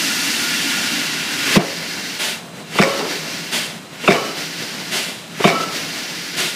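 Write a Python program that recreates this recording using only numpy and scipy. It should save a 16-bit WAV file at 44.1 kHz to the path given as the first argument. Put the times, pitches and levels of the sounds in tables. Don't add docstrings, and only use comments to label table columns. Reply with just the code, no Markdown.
import sys
import numpy as np
from scipy import signal
from scipy.fft import rfft, irfft, next_fast_len
from scipy.io import wavfile

SR = 44100
rng = np.random.default_rng(int(sys.argv[2]) if len(sys.argv) > 2 else 0)


def wrap_up_sound(samples):
    columns = np.atleast_2d(samples).T
    tamed = np.clip(columns, -1, 1)
    steps = np.round(tamed * 32767).astype(np.int16)
    wavfile.write(sys.argv[1], SR, steps)


N = 288855
TIME = np.arange(N) / SR
TAIL = 32000
AFTER = np.arange(TAIL) / SR
LIFT_ATTACK_S, VALVE_SHUT_S, GUSH_ATTACK_S = 0.024, 0.017, 0.028


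def amp(db):
    return 10 ** (np.asarray(db) / 20)


def unit(x):
    return x / np.sqrt(np.mean(abs(x) ** 2) + 1e-20)


def add(mix, start_s, sound):
    part = mix[max(round(start_s * SR), 0):][:len(sound)]
    part += sound[:len(part)]


def noise(colour, size, ripple_db=0):
    hz = np.fft.rfftfreq(size, 1 / SR)
    table_hz, table_db = np.transpose(colour)
    colour_db = np.interp(np.log(hz + 1), np.log(table_hz + 1), table_db)
    spectrum = rfft(rng.standard_normal(size)) * amp(colour_db + ripple_db)
    return unit(irfft(spectrum, size))


def wander(width_hz, size):
    coarse_s = np.arange(size // 64 + 2) * 64 / SR
    hz = np.fft.fftfreq(len(coarse_s), coarse_s[1])
    random_phase = np.exp(2j * np.pi * rng.random(len(coarse_s)))
    slow = np.fft.ifft(random_phase / (1 + (2 * hz / width_hz) ** 4))
    return np.interp(np.arange(size) / SR, coarse_s, unit(slow))


def swell(rise, t60):
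    build = 1 - np.exp(-(AFTER / rise) ** 2)
    return build * amp(-60 * np.maximum(AFTER - rise, 0) / t60)


def ring(modes, rough, width_hz):
    out = np.zeros(TAIL)
    for hz, db, t60, rise in modes:
        waver = 1 - rough + rough * wander(width_hz, TAIL)
        tone = (waver * np.exp(2j * np.pi * hz * AFTER)).imag
        out += amp(db) * swell(rise, t60) * tone
    return out


def gate(start, end, attack, release):
    opening = 1 - np.exp(-(np.maximum(TIME - start, 0) / attack) ** 2)
    return opening * np.exp(-(np.maximum(TIME - end, 0) / release) ** 2)


def line(hz, db, width_hz, steady):
    waver = steady + (1 - steady) * wander(width_hz, N)
    return amp(db) * unit((waver * np.exp(2j * np.pi * hz * TIME)).real)


# frequency in Hz, relative strength in dB per Hz.
PACK_COLOUR = [(15, -59), (25, -64), (91, -15.5), (173, -0.5), (258, -5.5), (578, -10.5), (644, -8.5),
               (798, -12), (3310, -18), (4000, -18.5), (4820, -22.5), (8250, -25), (8940, -27),
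               (10200, -29.5), (15300, -37)]
# frequency in Hz, level in dB, width of the wavering in Hz.
EXHAUST_DRONE = [(164.8, -43.5, 18.4), (189.8, -50, 81)]
# frequency in Hz, level in dB, width of the wavering in Hz.
PUMP_WHINES = [(2790, -59, 90), (4011, -53, 90), (5846, -65, 70), (8748, -64, 90)]


def power_pack():
    fan_and_engine = amp(-36) * noise(PACK_COLOUR, N) * amp(2.86 * wander(22, N).real)
    drone = sum(line(*row, steady=0) for row in EXHAUST_DRONE)
    whines = sum(line(*row, steady=0.49) for row in PUMP_WHINES)
    return fan_and_engine + drone + whines


# frequency in Hz, width in Hz, boost in dB.
PIPE_RESONANCES = [(246, 13, 5), (291, 9.8, 4), (379, 38, 2), (1428, 15, 10.5), (1720, 48, 3),
                   (2030, 35, 4.5), (2410, 57, 1.5), (2732, 36, 8), (3060, 18, 2.5)]


def pipework(size, spacing_hz=28):
    hz = np.fft.rfftfreq(size, 1 / SR)
    heights_db = 2.1 * rng.standard_normal(4096)
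    ripple_db = np.interp(hz / spacing_hz, np.arange(len(heights_db)), heights_db)
    ripple_db = ripple_db * hz / (hz + 400) / (1 + (hz / 8000) ** 2)
    return ripple_db + sum(db / (1 + (2 * (hz - f) / width) ** 2) for f, width, db in PIPE_RESONANCES)


# time in seconds, oil flow in dB,
# fizz in dB (only its distance below the highest value counts).
FIRST_LIFT_COURSE = [(0.0, -18.5, -11), (0.118, -19.5, -10), (0.854, -18.5, -14), (1.288, -22.5, -14.5),
                     (1.3, -22, -13.5)]
# frequency in Hz, relative strength in dB per Hz.
FIRST_LIFT_COLOUR = [(60, -24), (130, -9.5), (270, 6), (450, -9), (1250, -5), (1420, 2), (2100, 1.5),
                     (2850, 4), (3200, 1), (4300, 2), (5900, 1), (7500, -4.5), (11000, -8.5), (15300, -15)]


def first_lift(ripple_db):
    hiss = noise(FIRST_LIFT_COLOUR, PADDED_SIZE, ripple_db)[:N]
    time_s, flow_db, fizz_db = np.transpose(FIRST_LIFT_COURSE)
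    treble = signal.sosfiltfilt(signal.butter(2, 4500, "high", fs=SR, output="sos"), hiss)
    fizz_gain = amp(np.interp(TIME, time_s, fizz_db - fizz_db.max()))
    hiss = hiss + treble * (fizz_gain - 1)
    valve = gate(-1, HAMMER_BLOWS[0][0], LIFT_ATTACK_S, VALVE_SHUT_S)
    return hiss * amp(np.interp(TIME, time_s, flow_db)) * valve


# level at the blow in dB, growth in dB per second,
# how long it runs on in seconds, fading after that in dB per second.
RAM_FALLS = [(-15, 64, .006, 900), (-21, 170, 0.027, 230), (-23.5, 135, 0.059, 200), (-21, 153, .04, 230)]
# frequency in Hz, relative strength in dB per Hz.
FALL_COLOUR = [(40, -40), (110, 0), (200, 4.5), (450, 0.5), (800, -5.5), (1300, 1.5), (1800, 6.5),
               (2700, 7.5), (3500, 3), (5500, 0), (7500, -5.5), (11000, -10.5), (15300, -15.5)]


def ram_falls(ripple_db):
    gain = np.zeros(N)
    for (blow_s, *_), (db, growth, run_on_s, release) in zip(HAMMER_BLOWS, RAM_FALLS):
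        t = TIME - blow_s
        gain += amp(db + growth * np.minimum(t, 0) - release * np.maximum(t - run_on_s, 0))
    return noise(FALL_COLOUR, PADDED_SIZE, ripple_db)[:N] * gain


# level in dB before sag and surges, sag in dB per second,
# surge strength as a factor, surge delay in seconds.
OIL_LIFTS = [(-27, 1.5, 0.34, 0.028), (-25, 7, .8, 0.019), (-29, 0.5, 1, 0.0058), (-27.5, 0.5, 0.76, 0)]
# time after the blow in seconds (before the delay),
# change in dB (before the strength factor), half width in seconds.
PRESSURE_SURGES = [(.18, 4.5, 0.021), (.255, -2.5, 0.037), (.325, 5, .055), (.54, 3, 0.06)]
# frequency in Hz, relative strength in dB per Hz.
LIFT_COLOUR = [(80, -20.5), (300, 3), (550, -6.5), (1200, -7), (1500, 1), (2100, 2.5), (2500, 2), (2950, 2),
               (3400, -0.5), (4200, 2), (5700, 0), (7500, -8.5), (11000, -13.5), (15300, -17)]


def oil_lifts(ripple_db):
    gain = np.zeros(N)
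    for (blow_s, *_), (valve_s, *_), row in zip(HAMMER_BLOWS, VALVE_GUSHES, OIL_LIFTS):
        db, sag, strength, delay_s = row
        t = np.maximum(TIME - blow_s, 0)
        surges_db = sum(surge_db * np.exp(-((t - delay_s - s) / width) ** 2)
                        for s, surge_db, width in PRESSURE_SURGES)
        valve = gate(blow_s + 0.014, valve_s, LIFT_ATTACK_S, VALVE_SHUT_S)
        gain += amp(db - sag * t + strength * surges_db) * valve
    return noise(LIFT_COLOUR, PADDED_SIZE, ripple_db)[:N] * gain


# start in seconds, level in dB, time to fall
# by 10 dB in seconds, bend (a number over 1 means it holds first, then drains faster).
VALVE_GUSHES = [(2.172, -18.5, 0.16, 2.4), (3.501, -16.5, 0.13, 1.28), (4.898, -17.5, 0.17, 1.22),
                (6.351, -16, 0.16, 1.1)]
# frequency in Hz, relative strength in dB per Hz.
GUSH_COLOUR = [(88, -46), (150, -39), (230, 2), (263, -14.5), (351, -3.5), (387, -3), (498, -11.5),
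               (604, -3.5), (777, -10), (980, -7.5), (1240, -10.5), (1470, -5), (3130, -1), (10400, -14),
               (15300, -23.5)]


def valve_gushes(ripple_db):
    gain = np.zeros(N)
    for start_s, db, drain_s, bend in VALVE_GUSHES:
        t = np.maximum(TIME - start_s, 0)
        drained = np.maximum(t - GUSH_ATTACK_S, 0) / drain_s
        gain += amp(db - 10 * drained ** bend) * (1 - np.exp(-(t / GUSH_ATTACK_S) ** 2))
    return noise(GUSH_COLOUR, PADDED_SIZE, ripple_db)[:N] * gain


PADDED_SIZE = next_fast_len(N)


def hydraulics():
    ripple_db = pipework(PADDED_SIZE)
    flow = first_lift(ripple_db) + ram_falls(ripple_db) + oil_lifts(ripple_db) + valve_gushes(ripple_db)
    return flow * amp(0.67 * wander(42, N).real)


# start in seconds, level in dB, time to fall 60 dB in seconds.
GUIDE_KNOCKS = [(1.472, -25, 0.16), (1.555, -7.5, 0.081), (1.591, -19, 0.34), (2.752, -21, 0.11),
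                (2.868, -17, 0.071), (2.985, -22.5, 1), (4.036, -22, .12), (4.148, -15, 0.078),
                (5.397, -17.5, 0.12)]
# frequency in Hz, relative strength in dB per Hz.
KNOCK_COLOUR = [(50, -40), (120, -28), (200, -5.5), (420, 4), (700, -5.5), (1000, -4), (1400, -11),
                (3000, -15.5), (8000, -55)]


def guide_knocks():
    out = np.zeros(N)
    for start_s, db, t60 in GUIDE_KNOCKS:
        add(out, start_s, amp(db) * noise(KNOCK_COLOUR, TAIL) * swell(rise=0.0049, t60=t60))
    return out


def tilted(modes, hardness_db, pivot_hz):
    return [(hz, db + hardness_db * np.log2(hz / pivot_hz), t60, rise) for hz, db, t60, rise in modes]


def dulled(rows, hardness_db, above_hz=1400):
    slope_db = 0.45 * hardness_db
    return [(hz, db + slope_db * max(np.log2(hz / above_hz), 0), *rest) for hz, db, *rest in rows]


# frequency in Hz, relative strength in dB per Hz before hardness.
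CRACK_COLOUR = [(40, -30), (130, -36), (300, -16), (750, -11), (950, -8), (1400, -2), (1800, -18),
                (2500, 1.5), (3600, -20), (4400, -42), (8000, -49), (15000, -56)]
# frequency in Hz, relative level in dB before hardness,
# time to fall 60 dB in seconds, rise in seconds.
ANVIL_MODES = [(787, -3, 0.036, 0.0022), (1028, -6, 0.056, 0.0026), (1146, 2.5, 0.047, 0.0013),
               (1336, -2, 0.051, 0.00086), (1453, -3, 0.062, 0.0018), (1580, -21, .1, 0.0022),
               (2164, -10.5, 0.21, .004), (2210, -16, 0.15, 0.0041), (2280, -7, 0.35, 0.006),
               (2444, -13, 0.047, .005), (2484, -9, .05, 0.0028), (2895, -17, 0.037, .004),
               (3576, -7.5, 0.11, 0.0029), (3760, -18, 0.33, 0.012)]


def anvil(hardness_db):
    crack = amp(1.5) * noise(dulled(CRACK_COLOUR, hardness_db), TAIL) * swell(rise=0.0018, t60=0.064)
    return crack + ring(dulled(ANVIL_MODES, hardness_db), rough=0.25, width_hz=40)


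# frequency in Hz, relative strength in dB per Hz.
RATTLE_COLOUR = [(40, -33), (100, -8), (170, -7), (400, 6), (750, -3), (900, -1), (1400, -12), (1750, 1),
                 (2250, 6), (2900, -14), (5500, -7), (7200, -23), (7850, -11), (8600, -25), (15000, -35)]


def rebound(out, start_s, db):
    rattle = noise(RATTLE_COLOUR, TAIL) * swell(rise=0.0056, t60=0.18)
    rattle = rattle * amp(10.0 * wander(280, TAIL).real)
    add(out, start_s - 0.01, amp(db) * rattle)
    add(out, start_s - 0.003, amp(db) * ring(ANVIL_MODES, rough=0.8, width_hz=120))


# frequency in Hz, relative level in dB before the landing spot counts,
# time to fall 60 dB in seconds, rise in seconds.
FRAME_MODES = [(452, 0, 0.48, 0.055), (549, 7.5, 0.45, 0.065), (1105, 1, 0.28, .12), (1162, -6, 0.5, 0.093),
               (2270, -1, 0.3, 0.033), (2970, 5, 0.56, 0.11)]


def frame(nearest_hz):
    modes = [(hz, db - 8 * abs(np.log2(hz / nearest_hz)), t60, rise) for hz, db, t60, rise in FRAME_MODES]
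    return ring(modes, rough=0.52, width_hz=45)


# start in seconds, anvil level in dB, cap level in dB, pile level in dB,
# hardness of contact in dB per octave, pile lag in seconds, rebound level in dB, rebound lag in seconds,
# frame level in dB, pitch near which the frame rings most in Hz, mast level in dB, echo level in dB.
HAMMER_BLOWS = [(1.562, -17.5, -7.5, -3, -7.5, 0.0015, -37, 0.033, -25.5, 390, -59, -32),
                (2.786, -8.5, -6.5, -4.5, -4, 0.0087, -14, 0.036, -14.5, 740, -23.5, -21),
                (4.076, -7.5, -2.5, -4.5, -1.5, 0.0072, -15, 0.033, -17, 1400, -23, -19.5),
                (5.441, -7.5, -4.5, -3.5, 1.5, 0.0058, -15, 0.038, -21, 1570, -17, -19.5)]
# frequency in Hz, relative level in dB before hardness,
# time to fall 60 dB in seconds, rise in seconds.
CAP_MODES = [(336, -2.5, 0.09, 0.0054), (391.2, -2.5, .17, 0.0072), (452.4, -2, 0.071, 0.0071),
             (615, -0.5, 0.09, 0.0041), (673, -11, 0.45, 0.0058), (698.5, -1.5, 0.21, 0.004)]
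# frequency in Hz, relative level in dB before hardness,
# time to fall 60 dB in seconds, rise in seconds.
PILE_MODES = [(47.4, -30, 0.043, 0.0065), (135, -27, 0.24, 0.0093), (167, -10, 0.13, 0.03),
              (193, 8.5, 0.042, 0.0094)]
# frequency in Hz, relative level in dB,
# time to fall 60 dB in seconds, rise in seconds.
MAST_MODES = [(1327, 3, 0.43, 0.15), (1350, -9, .4, 0.1), (1292, -2.5, 0.47, 0.15)]
# frequency in Hz, relative strength in dB per Hz.
ECHO_COLOUR = [(50, -35), (100, -11), (170, 5.5), (400, 10), (650, 7.5), (900, 3), (1250, 2.5), (1700, -16),
               (2300, -9), (4000, -36), (10000, -50)]


def hammer():
    out = np.zeros(N)
    for (s, anvil_db, cap_db, pile_db, hardness_db, pile_lag, rebound_db, rebound_lag,
         frame_db, frame_hz, mast_db, echo_db) in HAMMER_BLOWS:
        cap = ring(tilted(CAP_MODES, hardness_db, pivot_hz=410), rough=0.2, width_hz=50)
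        pile = ring(tilted(PILE_MODES, hardness_db, pivot_hz=184), rough=0.18, width_hz=40)
        mast = ring(MAST_MODES, rough=0.58, width_hz=60)
        echo = noise(ECHO_COLOUR, TAIL) * swell(rise=0.032, t60=1.0)
        add(out, s, amp(anvil_db) * anvil(hardness_db))
        add(out, s, amp(cap_db) * cap)
        add(out, s + pile_lag, amp(pile_db) * pile)
        rebound(out, s + rebound_lag, rebound_db)
        add(out, s, amp(frame_db) * frame(frame_hz))
        add(out, s, amp(mast_db) * mast)
        add(out, s, amp(echo_db) * echo)
    return out


def scene():
    mono = power_pack() + hydraulics() + guide_knocks() + hammer()
    return np.array([mono, mono])


def record(dry):
    ceiling = 0.97
    squashed = dry / (1 + (dry / ceiling) ** 4) ** (1 / 4)
    lowpass = signal.firwin(1023, 15400, window=("kaiser", 9), fs=SR)
    return signal.oaconvolve(squashed, lowpass[None], "same")


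dry = scene()
out = record(dry)
wrap_up_sound(out)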